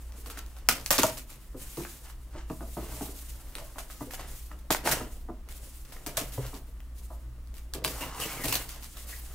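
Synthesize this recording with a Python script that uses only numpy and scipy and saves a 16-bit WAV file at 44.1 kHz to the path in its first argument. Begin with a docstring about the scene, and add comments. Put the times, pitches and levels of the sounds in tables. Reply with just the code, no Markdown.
"""Scissors slit the packing tape of a large cardboard box and hands pull the flaps open in a living room. Tape
snaps in sharp cracks with short card rings, tears in clumped noise and peels in gliding rasps; a bending flap
groans in low glides. Hands knock the hollow box, a bank of resonances; skin slides in hissing noise and a blade
scrapes in grains. An appliance hums on beating low tones over rumble and faint air; near echoes and a diffuse
tail make the room."""
import sys
import numpy as np
from scipy import signal
from scipy.fft import rfft, irfft, next_fast_len
from scipy.io import wavfile
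from scipy.ndimage import uniform_filter1d

SR = 44100
rng = np.random.default_rng(int(sys.argv[2]) if len(sys.argv) > 2 else 0)


def int16_out(signal):
    """Quantize to a 16-bit WAV file."""
    q = np.round(np.clip(np.atleast_2d(signal).T, -1, 1) * 32767)
    wavfile.write(sys.argv[1], SR, q.astype(np.int16))


def voltage_ratio(level):
    """Linear amplitude factor for a level in decibels (scalar or array-like)."""
    return 10 ** (np.asarray(level, float) / 20)


N = 411894

# Tape and card giving way. Each row: start in seconds, crack peak in dB, card ring peak in dB,
# tearing level in dB, tearing t60 in seconds (kept within 0.02 to 1; the steady sag comes on top).
SNAPS = [(.122, -37, -52, -66, .13), (0.2596, -34, -39, -49.5, 0.096), (.3002, -25, -40, -44.5, 0.056),
         (0.373, -37, -32, -43, 0.029), (0.463, -34, -65, -63, .1), (0.5658, -38, -45, -57, .13),
         (0.6879, 5, -12, -25.5, 0.081), (.6934, -15, -25, -31, 0.42), (0.8612, -13.5, -39, -41, 0.032),
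         (.9061, -3, -25, -24, 0.28), (.9114, -2, -18.5, -24, 0.38), (.9815, -6, -26, -23.5, 0.078),
         (.9875, -11, -18, -30, .13), (1.0175, -18, -28, -28, .13), (1.0329, -2, -17, -28.5, 0.27),
         (1.1714, -38, -39, -40.5, 0.12), (1.295, -55, -48, -51, 0.39), (1.7715, -27, -50, -45.5, .13),
         (1.7944, -38, -54, -44, 0.61), (1.8494, -46, -32, -49.5, 0.18), (2.099, -51, -43.5, -57, .13),
         (2.499, -42, -38, -54.5, .13), (2.6072, -44, -37, -74, 0.098), (3.01, -40, -41, -67, .1),
         (3.553, -19, -40, -48, .13), (3.5833, -27, -38, -48, 0.2), (3.759, -51, -44, -70, .13),
         (3.7834, -36, -28, -40, 0.079), (3.9007, -37, -38.5, -47, .13), (4.108, -46, -37, -45, 0.18),
         (4.1361, -26, -31, -40.5, 0.03), (4.194, -38, -32, -50.5, 0.054), (4.282, -48, -57, -65, .24),
         (4.515, -46, -34, -62, 0.1), (4.589, -49, -62, -60.5, .13), (4.7055, -8.5, -13.5, -31, .13),
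         (4.71, -12, -23, -25.5, 0.15), (4.7476, -16, -17.5, -38.5, 0.29), (4.8515, -35, -39, -40, .13),
         (4.8602, -30, -24, -29, 0.15), (4.874, -18, -13.5, -33, 0.1), (4.9132, -22, -27, -25.5, 0.061),
         (4.9214, -26, -22, -32.5, 0.17), (5.4878, -52, -42, -49.5, 0.59), (5.8506, -39, -60, -55.5, 0.69),
         (5.9226, -29, -41, -47, 0.18), (5.9652, -49, -40, -65, 0.09), (6.0633, -18, -38, -39, 0.22),
         (6.1695, -25, -33, -29.5, .13), (6.177, -24, -25, -33.5, 0.3), (6.3215, -37, -58, -48.5, 0.1),
         (6.465, -25.5, -56, -51, .083), (6.539, -42, -50, -46.5, 0.15), (6.804, -37, -50, -79, 0.081),
         (7.4729, -40, -68, -70, .15), (7.5416, -33.5, -57, -56, .13), (7.568, -40, -52, -51.5, 0.13),
         (7.737, -18, -37, -41.5, 0.18), (7.8411, -29, -38, -31, 0.11), (7.8475, -7.5, -19.5, -34.5, 0.25),
         (8.008, -30, -35, -44, .34), (8.1998, -27, -32, -36.5, 0.76), (8.4384, -22, -35, -33.5, 0.31),
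         (8.483, -14, -45, -32, .15), (8.5251, -8, -32, -29, 0.15), (8.554, -9, -49, -30.5, 0.053),
         (8.6914, -24, -55, -44.5, 0.74), (8.8258, -30, -59, -44, 0.18), (8.9698, -29, -45, -46.5, 0.16),
         (9.0900, -36, -58, -46.5, 0.46)]
# Hands and flaps knocking the box. Each row: start in seconds, peak in dB,
# gain of the hard push and gain of the deep push, both in dB against the soft push.
KNOCKS = [(.177, -46.5, -8, 0), (0.262, -42.5, -23, -6), (0.372, -47, 0, -14), (.686, -31, -3, -15),
          (.904, -21, 6.5, -14), (0.983, -18, -3.5, -7), (1.035, -14, 5.5, -4), (1.544, -32.5, -7.5, 1),
          (1.772, -26.5, -4, -33), (1.8, -33.5, -3.5, -24), (2.344, -35, 1, 2), (2.5, -24, -0.5, -17),
          (2.606, -34, 2.5, -12), (2.768, -25, 1, -22), (2.819, -36.5, -2, -4), (2.917, -41, 1, -1),
          (3.008, -27.5, -0.5, -6), (3.062, -39, -2, -4), (3.554, -40.5, -2, -3.5), (3.58, -42.5, 12, 6),
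          (3.757, -40, 7, -13), (4.007, -28, -0.5, -6), (4.06, -39.5, -12, -8), (4.186, -53, 22, -1),
          (4.51, -44.5, 1.5, -14), (4.703, -19.5, 0, -5.5), (4.855, -26, 5, -5), (4.915, -27, 1.5, -3),
          (5.004, -27, -1.5, -2), (5.286, -28, 0, -11), (6.063, -31, 1.5, -3), (6.172, -25.5, 13, 3),
          (6.206, -31, -4, -6), (6.377, -22, -7, 2.5), (6.53, -38, 0, -21), (7.103, -38.5, 6, -3),
          (7.746, -34.5, -1, -11), (7.846, -28.5, -1, -3), (8.007, -36, -2, -7), (8.44, -28, 2, -18),
          (8.48, -30.5, -1, 5)]
# Rasps of tape and card peeling from the flap, and two longer low glides as the flap bends. # Each row: start
# in seconds, length in seconds, # starting pitch in Hz, glide in Hz per second, level in dB.
PEELS = [(7.95, .25, 924, 302, -50), (8.0, 0.12, 1220, -300, -57), (7.852, 0.0088, 4890, 100, -38),
         (8.005, 0.022, 2790, 100, -47), (8.005, 0.035, 2140, -100, -49), (8.215, .02, 2920, -2000, -42),
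         (8.29, 0.024, 2320, 100, -47), (8.37, 0.068, 2300, -5000, -48.5), (8.484, 0.013, 2680, 114, -43),
         (8.52, 0.01, 2646, -100, -39), (8.53, 0.03, 4360, 100, -41.5), (8.69, 0.0098, 4700, 100, -47.5),
         (8.972, 0.0077, 3770, 101.5, -51.5), (9.12, 0.02, 1950, -100, -54)]
# Skin sliding on card. Each row: start in seconds, length in seconds, level in dB, lift-off in dB per second.
SLIDES = [(0, 0.027, -57.5, 62), (0.162, 0.19, -56, 38), (.76, .2, -53, 44), (1.0, 0.16, -47.5, 189),
          (1.28, 0.14, -58.5, 45), (1.58, 0.32, -49, 47), (2.483, 0.51, -54.5, 45), (2.737, 0.19, -53, 40),
          (2.888, 0.17, -48.5, 23), (3.16, 0.6, -58.5, 17), (3.772, 0.036, -50.5, 150),
          (3.892, .05, -54, 100), (4.001, 0.033, -50, 200), (4.102, 0.074, -52.5, 100),
          (4.278, 0.091, -48, 99), (4.854, 0.093, -36, 200), (5.07, 0.1, -59.5, 125),
          (5.508, 0.19, -52, 66), (5.896, 0.24, -58.5, 35), (6.155, 0.078, -51, 43),
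          (6.32, 0.094, -48.5, 72), (6.962, 0.049, -53.5, 79), (7.54, 0.03, -61.5, 103),
          (7.878, 0.15, -46.5, 79), (8.177, 0.26, -42.5, 70), (8.42, 0.087, -40.5, 63),
          (8.8, .2, -52.5, 42), (9.082, .04, -41, 159), (9.18, .3, -52.5, 40)]
# Blade and tape scraping along the box. Each row: start in seconds, length in seconds,
# scraping level in dB, level of the creaking walls in dB.
SCRAPES = [(0, 0.25, -65.5, -65), (0.265, .13, -56.5, -79), (0.504, 0.22, -65, -65),
           (0.73, 0.064, -57, -52), (.97, .06, -61, -63), (1.273, 0.71, -69.5, -67), (1.6, 0.05, -59, -59),
           (1.74, 0.22, -62.5, -67), (2.04, 0.029, -57.5, -67), (2.321, .07, -54.5, -65),
           (2.523, 0.27, -75, -63), (2.77, 0.24, -55, -53.5), (3.05, 0.56, -62.5, -64.5),
           (3.535, 0.79, -64.5, -66), (4.175, 0.033, -48.5, -47.5), (4.494, 0.036, -64, -60),
           (4.851, 0.067, -35.5, -36), (4.91, 0.049, -73, -45), (5.03, 0.045, -74, -75),
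           (5.46, 0.23, -66, -61.5), (5.878, 0.22, -65, -56), (6.13, 0.32, -58, -53.5),
           (6.397, 0.036, -52, -58), (7.745, 0.16, -85, -49), (7.9, 0.092, -49, -55),
           (8.02, 0.16, -47.5, -48), (8.184, 0.092, -41, -47.5), (8.3, 0.31, -49, -47.5),
           (8.696, 0.059, -57, -59), (8.942, .45, -61.5, -63.5)]
# Idle hands: the resting levels in dB of sliding, scraping and creaking, in that order.
RESTING_DB = [-76.5, -74.5, -67.5]
# Resonances of the hollow box. Each row: frequency in Hz, width in Hz, relative level in dB.
BOX_MODES = [(126, 27.6, 4), (210.5, 85, 2.5), (237, 86.5, 4.5), (311.4, 72, 1), (381, 67, -1.5),
             (443, 90, 1), (530, 140, -1), (633, 77, 5), (655, 98, 1.5), (1008, 64, -13), (1177, 100, -17),
             (2010, 33, -15.5)]
# Spectra of tearing, sliding, scraping and room air. Each row: frequency in Hz, relative level in dB per Hz.
TEAR_SPECTRUM = [(180, -6), (300, -11.5), (1010, -4), (1390, -5.5), (1640, -3.5), (2070, -2.5),
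                 (7820, -3.5), (9390, -6), (12000, -4), (15700, -5.5), (16100, -37)]
SLIDE_SPECTRUM = [(1760, -4), (3000, -3), (6000, -2), (6900, 1), (10400, 0), (13400, -0.5), (15700, 1.5),
                  (16100, -36)]
SCRAPE_SPECTRUM = [(470, -13), (800, -2), (931, -4.5), (1010, -4), (2180, -7.5), (2440, -13), (2810, -7),
                   (3400, -13.5), (9000, -13.5), (11700, -99), (19800, -120)]
AIR_SPECTRUM = [(55, 0), (70, 1), (108, 0), (150, 0), (199, 1), (336, -0.5), (483, -13.5), (1200, -10),
                (1370, -13.5), (4090, -20.5), (14900, -24.5), (16000, -15.5)]
# Mains lines of the hum. Each row: frequency in Hz, mean level in dB.
MAINS = [(120.3, -61), (180.4, -74.5), (240.6, -75)]
# Width of the stereo noise. Each row: frequency in Hz, left-right likeness from 0 to 1.
LIKENESS = [(60, 0.96), (500, 0.83), (1000, 0.79), (2000, 0.33), (5500, 0.15), (7500, 1), (12000, 0.94)]
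# Decay curve of the room, which the tail takes a share of. Each row: frequency in Hz, t60 in seconds.
ROOM_T60 = [(100, 0.8), (260, 0.28), (700, 0.38), (1840, 0.38), (4850, 0.28), (12800, 0.089)]
# Nearest surfaces. Each row: delay in seconds, level in dB before panning.
ECHOES = [(.0055, -18.5), (.0065, -32.5), (.012, -45)]
EDGES_HZ = 60 * 2 ** np.arange(0, 8.3, .5)  # half-octave bands

CARD_HZ, CARD_SPREAD_OCTAVES = 890, 0.24  # each snap rings the card at a pitch of its own near this
TEAR_HOLD_S = 0.018  # each tear stays near full level this long, then dies away
TEAR_RISE_S = 0.00082  # rise of the strongest tear
RISE_DB_PER_DB = -0.6  # weaker tears start faster: dB of rise time per dB below the strongest
SHUDDER_T60_S = 0.13  # shudder after a knock that peaks at -30 dB
LONGER_PER_DB = 0.49  # lighter contacts drag and shudder longer: dB of t60 per dB below -30
PEEL_RISE_DB_PER_S, PEEL_FALL_DB_PER_S = 1500, 400
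TOUCH_S, SCRAPE_LIFT_DB_PER_S = .04, 130.5  # a stroke swells in, holds, then lifts off
# Two motors run nearly in step around HUM_HZ, so the tone swells and fades
HUM_HZ, HUM_DB, WEAKER_MOTOR_DB = 58.46, -45, -2.5
BEAT_S, FIRST_FADE_S = 2.34, 1.45
DRONE_HZ, DRONE_WIDTH_HZ, DRONE_DB = 49.06, 2.06, -54
RUMBLE_DB, AIR_DB = -45.5, -60


def rms_one(x):
    """Scale to rms 1."""
    return x / np.sqrt(np.mean(x ** 2) + 1e-20)


def at_hz(points, hz):
    """Read a table on a log-frequency axis."""
    table = np.array(points)
    return np.interp(np.log(hz), np.log(table[:, 0]), table[:, 1])


def drift(rate):
    """Slow random wander of spread 1, noise smoothed by two equal poles at rate Hz."""
    r = np.exp(-80 * np.pi * rate / SR)  # one value every 40 samples
    slow = signal.lfilter([1], [1, -2 * r, r * r], rng.standard_normal(N // 40 + 2002))[2000:]
    return np.interp(np.arange(N) / 40, np.arange(len(slow)), rms_one(slow - slow.mean()))


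def cut(x, hz, kind, order=2):
    """Butterworth filter."""
    return signal.sosfilt(signal.butter(order, hz, kind, fs=SR, output="sos"), x)


def colour(x, spectrum):
    """Shape a sound to a spectrum table, falling steeply below its first point."""
    size = next_fast_len(x.shape[-1])
    hz = np.maximum(np.arange(size // 2 + 1) * SR / size, 1)
    low_end = 1 / np.sqrt(1 + (spectrum[0][0] / hz) ** 6)
    gain = voltage_ratio(at_hz(spectrum, hz)) * low_end
    gain = gain / np.sqrt(np.mean(gain ** 2))
    return irfft(rfft(x, size) * gain, size)[..., :x.shape[-1]]


def stereo_noise(size, t60_share=None, patchy_db=0):
    """Half-octave noise bands with a set left-right likeness; they may die away or flicker in level."""
    out, white, s = 0, rng.standard_normal((2, 2, size)), np.arange(size) / SR
    for k, (low, high) in enumerate(zip(EDGES_HZ, EDGES_HZ[1:])):
        mid, side = cut(white[k % 2], [low, high], "band")  # neighbouring bands use separate noise
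        hz = np.sqrt(low * high)
        alike = np.clip(at_hz(LIKENESS, hz), 0, 1)
        fade = 1
        if t60_share:
            fade = voltage_ratio(-60 * s / (t60_share * at_hz(ROOM_T60, hz)))
        if patchy_db:
            fade = voltage_ratio(patchy_db * drift(12.7))
        out = out + fade * (np.sqrt(1 + alike) * mid + np.sqrt(1 - alike) * side * [[1], [-1]])
    return out


def grains(per_s, spread_db):
    """Random clicks of uneven size and either sign, rms 1."""
    sizes = voltage_ratio(spread_db * np.minimum(rng.exponential(1, N), 5)) * rng.choice([-1, 1], N)
    return rms_one(sizes * (rng.random(N) < per_s / SR))


def snaps():
    """Sudden release of tape: a sub-millisecond crack, a short card ring, then fibres and glue tearing in grains."""
    s, peak_db, ring_db, tear_db, t60 = np.transpose(SNAPS)
    ring_hz = CARD_HZ * 2 ** (CARD_SPREAD_OCTAVES * rng.standard_normal(len(s)))
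    cracks, age = np.zeros(N), np.arange(900) / SR
    noises = rng.standard_normal((len(s), 2, len(age)))
    starts = (s * SR).astype(int)
    for i, sharp, dull, hz, (a, b) in zip(starts, voltage_ratio(peak_db), voltage_ratio(ring_db), ring_hz, noises):
        crack = cut(a * age * np.exp(-age / 0.00023), [2200, 17000], "band")
        ring = cut(b * np.exp(-age * hz / 2.05), [hz / 1.53, hz * 1.83], "band")
        cracks[i:i + len(age)] += sharp * crack / np.abs(crack).max()
        cracks[i:i + len(age)] += dull * ring / np.abs(ring).max()
    # the tear runs along the seam, so it is wide; its grains come in clumps
    clumps = uniform_filter1d(np.abs(grains(2500, spread_db=3.0)), size=40)
    fibres = stereo_noise(N, patchy_db=1.2) * (0.15 + clumps)
    tearing = rms_one(colour(fibres, TEAR_SPECTRUM)) * voltage_ratio(2 * drift(55))
    return cracks, tearing * bursts(s, tear_db, TEAR_HOLD_S, np.clip(t60, .02, 1))


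def bursts(times, levels_db, hold, t60s):
    """Tearing envelopes that jump up, sag while held, then die away; the loudest rules."""
    out = np.zeros(N)
    for s, level_db, t60 in zip(times, levels_db, t60s):
        i = round(s * SR)
        age = np.arange(min(round((hold + t60) * SR), N - i)) / SR
        rise_s = TEAR_RISE_S * voltage_ratio(RISE_DB_PER_DB * (max(levels_db) - level_db))
        fall_db = 60 * age + 60 * np.maximum(age - hold, 0) / t60
        shape = voltage_ratio(level_db - fall_db) * np.minimum(age / rise_s, 1)
        out[i:i + len(age)] = np.maximum(out[i:i + len(age)], shape)
    return out


def peeling():
    """Uneven slips excite a resonance that glides through each rasp of peeling tape or bend of the flap."""
    out, lead = np.zeros(N), round(.1 * SR)
    slips = rms_one(cut(grains(1100, spread_db=-1.0), 190, "low")) * voltage_ratio(2.6 * drift(25))
    for k, (s, length, hz, glide, level_db) in enumerate(PEELS):
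        age = np.arange(-lead, lead + round(length * SR)) / SR
        at = round(s * SR) - lead + np.arange(len(age))
        fall_db = -PEEL_FALL_DB_PER_S * np.maximum(age - length, 0)
        shape_db = level_db + np.minimum(PEEL_RISE_DB_PER_S * age, fall_db)
        tone = np.sqrt(2) * np.sin(2 * np.pi * (hz * age + glide * age ** 2 / 2))
        out[at] += slips[at - k * lead] * tone * voltage_ratio(shape_db)  # each rasp reads its slips at another offset
    return out


def knocks():
    """A contact and a short shudder shake the box: its weight moves the deep mode, the palm the low, edges the high."""
    out, shake, age = np.zeros(N), grains(1500, spread_db=2.5), np.arange(round(.4 * SR)) / SR
    for s, peak_db, hard_db, deep_db in KNOCKS:
        i = round(s * SR)
        t60 = SHUDDER_T60_S * voltage_ratio(LONGER_PER_DB * (-30 - peak_db))
        push = voltage_ratio(-21.5) * rms_one(shake[i:i + len(age)]) * voltage_ratio(-60 * age / t60)
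        push[0] += 1  # the contact itself
        deep = cut(push, 150, "low")
        soft = cut(push, [170, 520], "band")
        hard = cut(push, [520, 1300], "band")
        ring = box(soft + voltage_ratio(hard_db) * hard + voltage_ratio(deep_db) * deep)
        out[i:i + len(age)] += voltage_ratio(peak_db) * ring / np.abs(ring).max()
    return out


def box(force):
    """The hollow box rings in parallel two-pole resonances of alternating sign."""
    out = 0
    for k, (hz, width_hz, level_db) in enumerate(BOX_MODES):
        r = np.exp(-np.pi * width_hz / SR)
        zeros = [(1 - r * r) / 2, 0, (r * r - 1) / 2]
        poles = [1, -2 * r * np.cos(2 * np.pi * hz / SR), r * r]
        out = out + (-1) ** k * voltage_ratio(level_db) * signal.lfilter(zeros, poles, force + 1e-18)
    return out


def sliding():
    """Skin hisses on card: wide, patchy noise that flickers under each stroke."""
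    wide = rms_one(stereo_noise(N, patchy_db=0.87))
    hiss = rms_one(colour(wide, SLIDE_SPECTRUM)) * voltage_ratio(2.2 * drift(17))
    return hiss * strokes(*np.transpose(SLIDES), RESTING_DB[0])


def scraping():
    """The blade scrapes in dense grains and sets the box walls creaking in their resonances."""
    start, length, scrape_db, creak_db = np.transpose(SCRAPES)
    lift = np.full(len(start), SCRAPE_LIFT_DB_PER_S)
    grit = colour(grains(5000, spread_db=2.0), SCRAPE_SPECTRUM) * voltage_ratio(2.0 * drift(25))
    creak = rms_one(box(grains(1500, spread_db=6.0))) * voltage_ratio(0.83 * drift(7.4))
    grit = grit * strokes(start, length, scrape_db, lift, RESTING_DB[1])
    return grit + creak * strokes(start, length, creak_db, lift, RESTING_DB[2])


def strokes(starts, lengths, levels_db, lifts, rest_db):
    """Envelope of strokes that swell in, hold and lift off, above a resting level; powers add."""
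    s, power = np.arange(0, N + 64, 64) / SR, voltage_ratio(rest_db) ** 2
    for start, length, level_db, lift in zip(starts, lengths, levels_db, lifts):
        swell = np.clip((s - start) / TOUCH_S + .5, 0, 1)
        lift_db = lift * np.maximum(s - start - length, 0)
        power = power + (swell * voltage_ratio(level_db - lift_db)) ** 2
    return np.interp(np.arange(N) / SR, s, np.sqrt(power))


def room(x):
    """A few near echoes and a diffuse tail dying band by band; the tail changes as hands and flaps move."""
    size, out = round(.4 * SR), np.zeros((2, N))
    for k, (lag, level_db) in enumerate(ECHOES):
        pan = np.array([[1.15], [.85]])[::(-1) ** k]  # alternate sides
        out += voltage_ratio(level_db) * pan * np.roll(x, round(lag * SR))
    step = 8192
    window = signal.windows.hann(2 * step, sym=False)
    build_up = np.minimum(np.arange(size) / (0.0062 * SR), 1)
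    tails = stereo_noise(size, t60_share=0.75) * build_up * voltage_ratio(-34.0)
    # every overlapping piece of sound gets a tail with its own random sign flips
    signs = rng.choice([-1, 1], (N // step + 2, size // 100 + 1))
    padded = np.pad(x, (step, 2 * step))
    wide = np.zeros((2, len(padded) + size + 2 * step))
    for k, flips in enumerate(signs):
        tail = tails * uniform_filter1d(np.repeat(flips, 100)[:size] * 1., size=40)
        piece = padded[k * step:(k + 2) * step]
        reply = signal.fftconvolve((piece * window[:len(piece)])[None], tail, axes=1)
        wide[:, k * step:k * step + reply.shape[1]] += reply
    return out + wide[:, step:step + N]


def appliance_hum():
    """Two motors nearly in step beat slowly, beside wavering mains lines and a narrow noise drone."""
    s = np.arange(N) / SR
    slip = np.pi * (s - FIRST_FADE_S) / BEAT_S
    turn = 2 * np.pi * np.cumsum(HUM_HZ * (1 + 0.0032 * drift(3))) / SR
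    motors = np.sin(turn + slip) - voltage_ratio(WEAKER_MOTOR_DB) * np.sin(turn - slip)
    motors = motors * voltage_ratio(1.7 * drift(1.4))
    mains = sum(voltage_ratio(level_db + 3.9 * drift(3.4)) * np.sin(2 * np.pi * hz * s) for hz, level_db in MAINS)
    band = [DRONE_HZ - DRONE_WIDTH_HZ / 2, DRONE_HZ + DRONE_WIDTH_HZ / 2]
    drone = rms_one(cut(rng.standard_normal(N + SR), band, "band")[SR:])  # skip the filter's build-up
    return motors * voltage_ratio(HUM_DB) + mains + drone * voltage_ratio(DRONE_DB)


def rumble():
    """Low-band noise, almost mono, with a dip where the room is weak between its lowest modes."""
    mid, side = cut(rng.standard_normal((2, N)), [16, 54], "band", order=4)
    notched = signal.lfilter(*signal.iirnotch(39, 1.5, fs=SR), mid)
    mid = mid - .5 * (mid - notched)
    return rms_one(mid + voltage_ratio(-22.5) * side * [[1], [-1]]) * voltage_ratio(RUMBLE_DB)


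def room_air():
    """Faint steady stereo noise with the spectrum of the room air."""
    noise = stereo_noise(N)[:, ::-1]  # reversed in time
    return rms_one(colour(noise, AIR_SPECTRUM)) * voltage_ratio(AIR_DB)


def scene():
    """Mix all layers; the direct box sounds arrive two samples later on the right."""
    cracks, tearing = snaps()
    near = cracks + knocks() + scraping() + peeling()
    direct = np.array([near, np.roll(near, 2)])
    reverb = room(near + tearing.mean(axis=0))
    return direct + tearing + reverb + sliding() + appliance_hum() + rumble() + room_air()


def top_cut(x):
    """Nothing passes above the cut-off."""
    return signal.sosfilt(signal.butter(12, 16970, fs=SR, output="sos"), x)


def record(dry):
    """The top of the band is cut and peaks are rounded by soft saturation."""
    low_pass = signal.cheby2(10, 25, 16300, fs=SR, output="sos")
    taken = signal.sosfilt(low_pass, dry)
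    return top_cut(0.95 * np.tanh(taken / 0.96))


dry = scene()
out = record(dry)
int16_out(out)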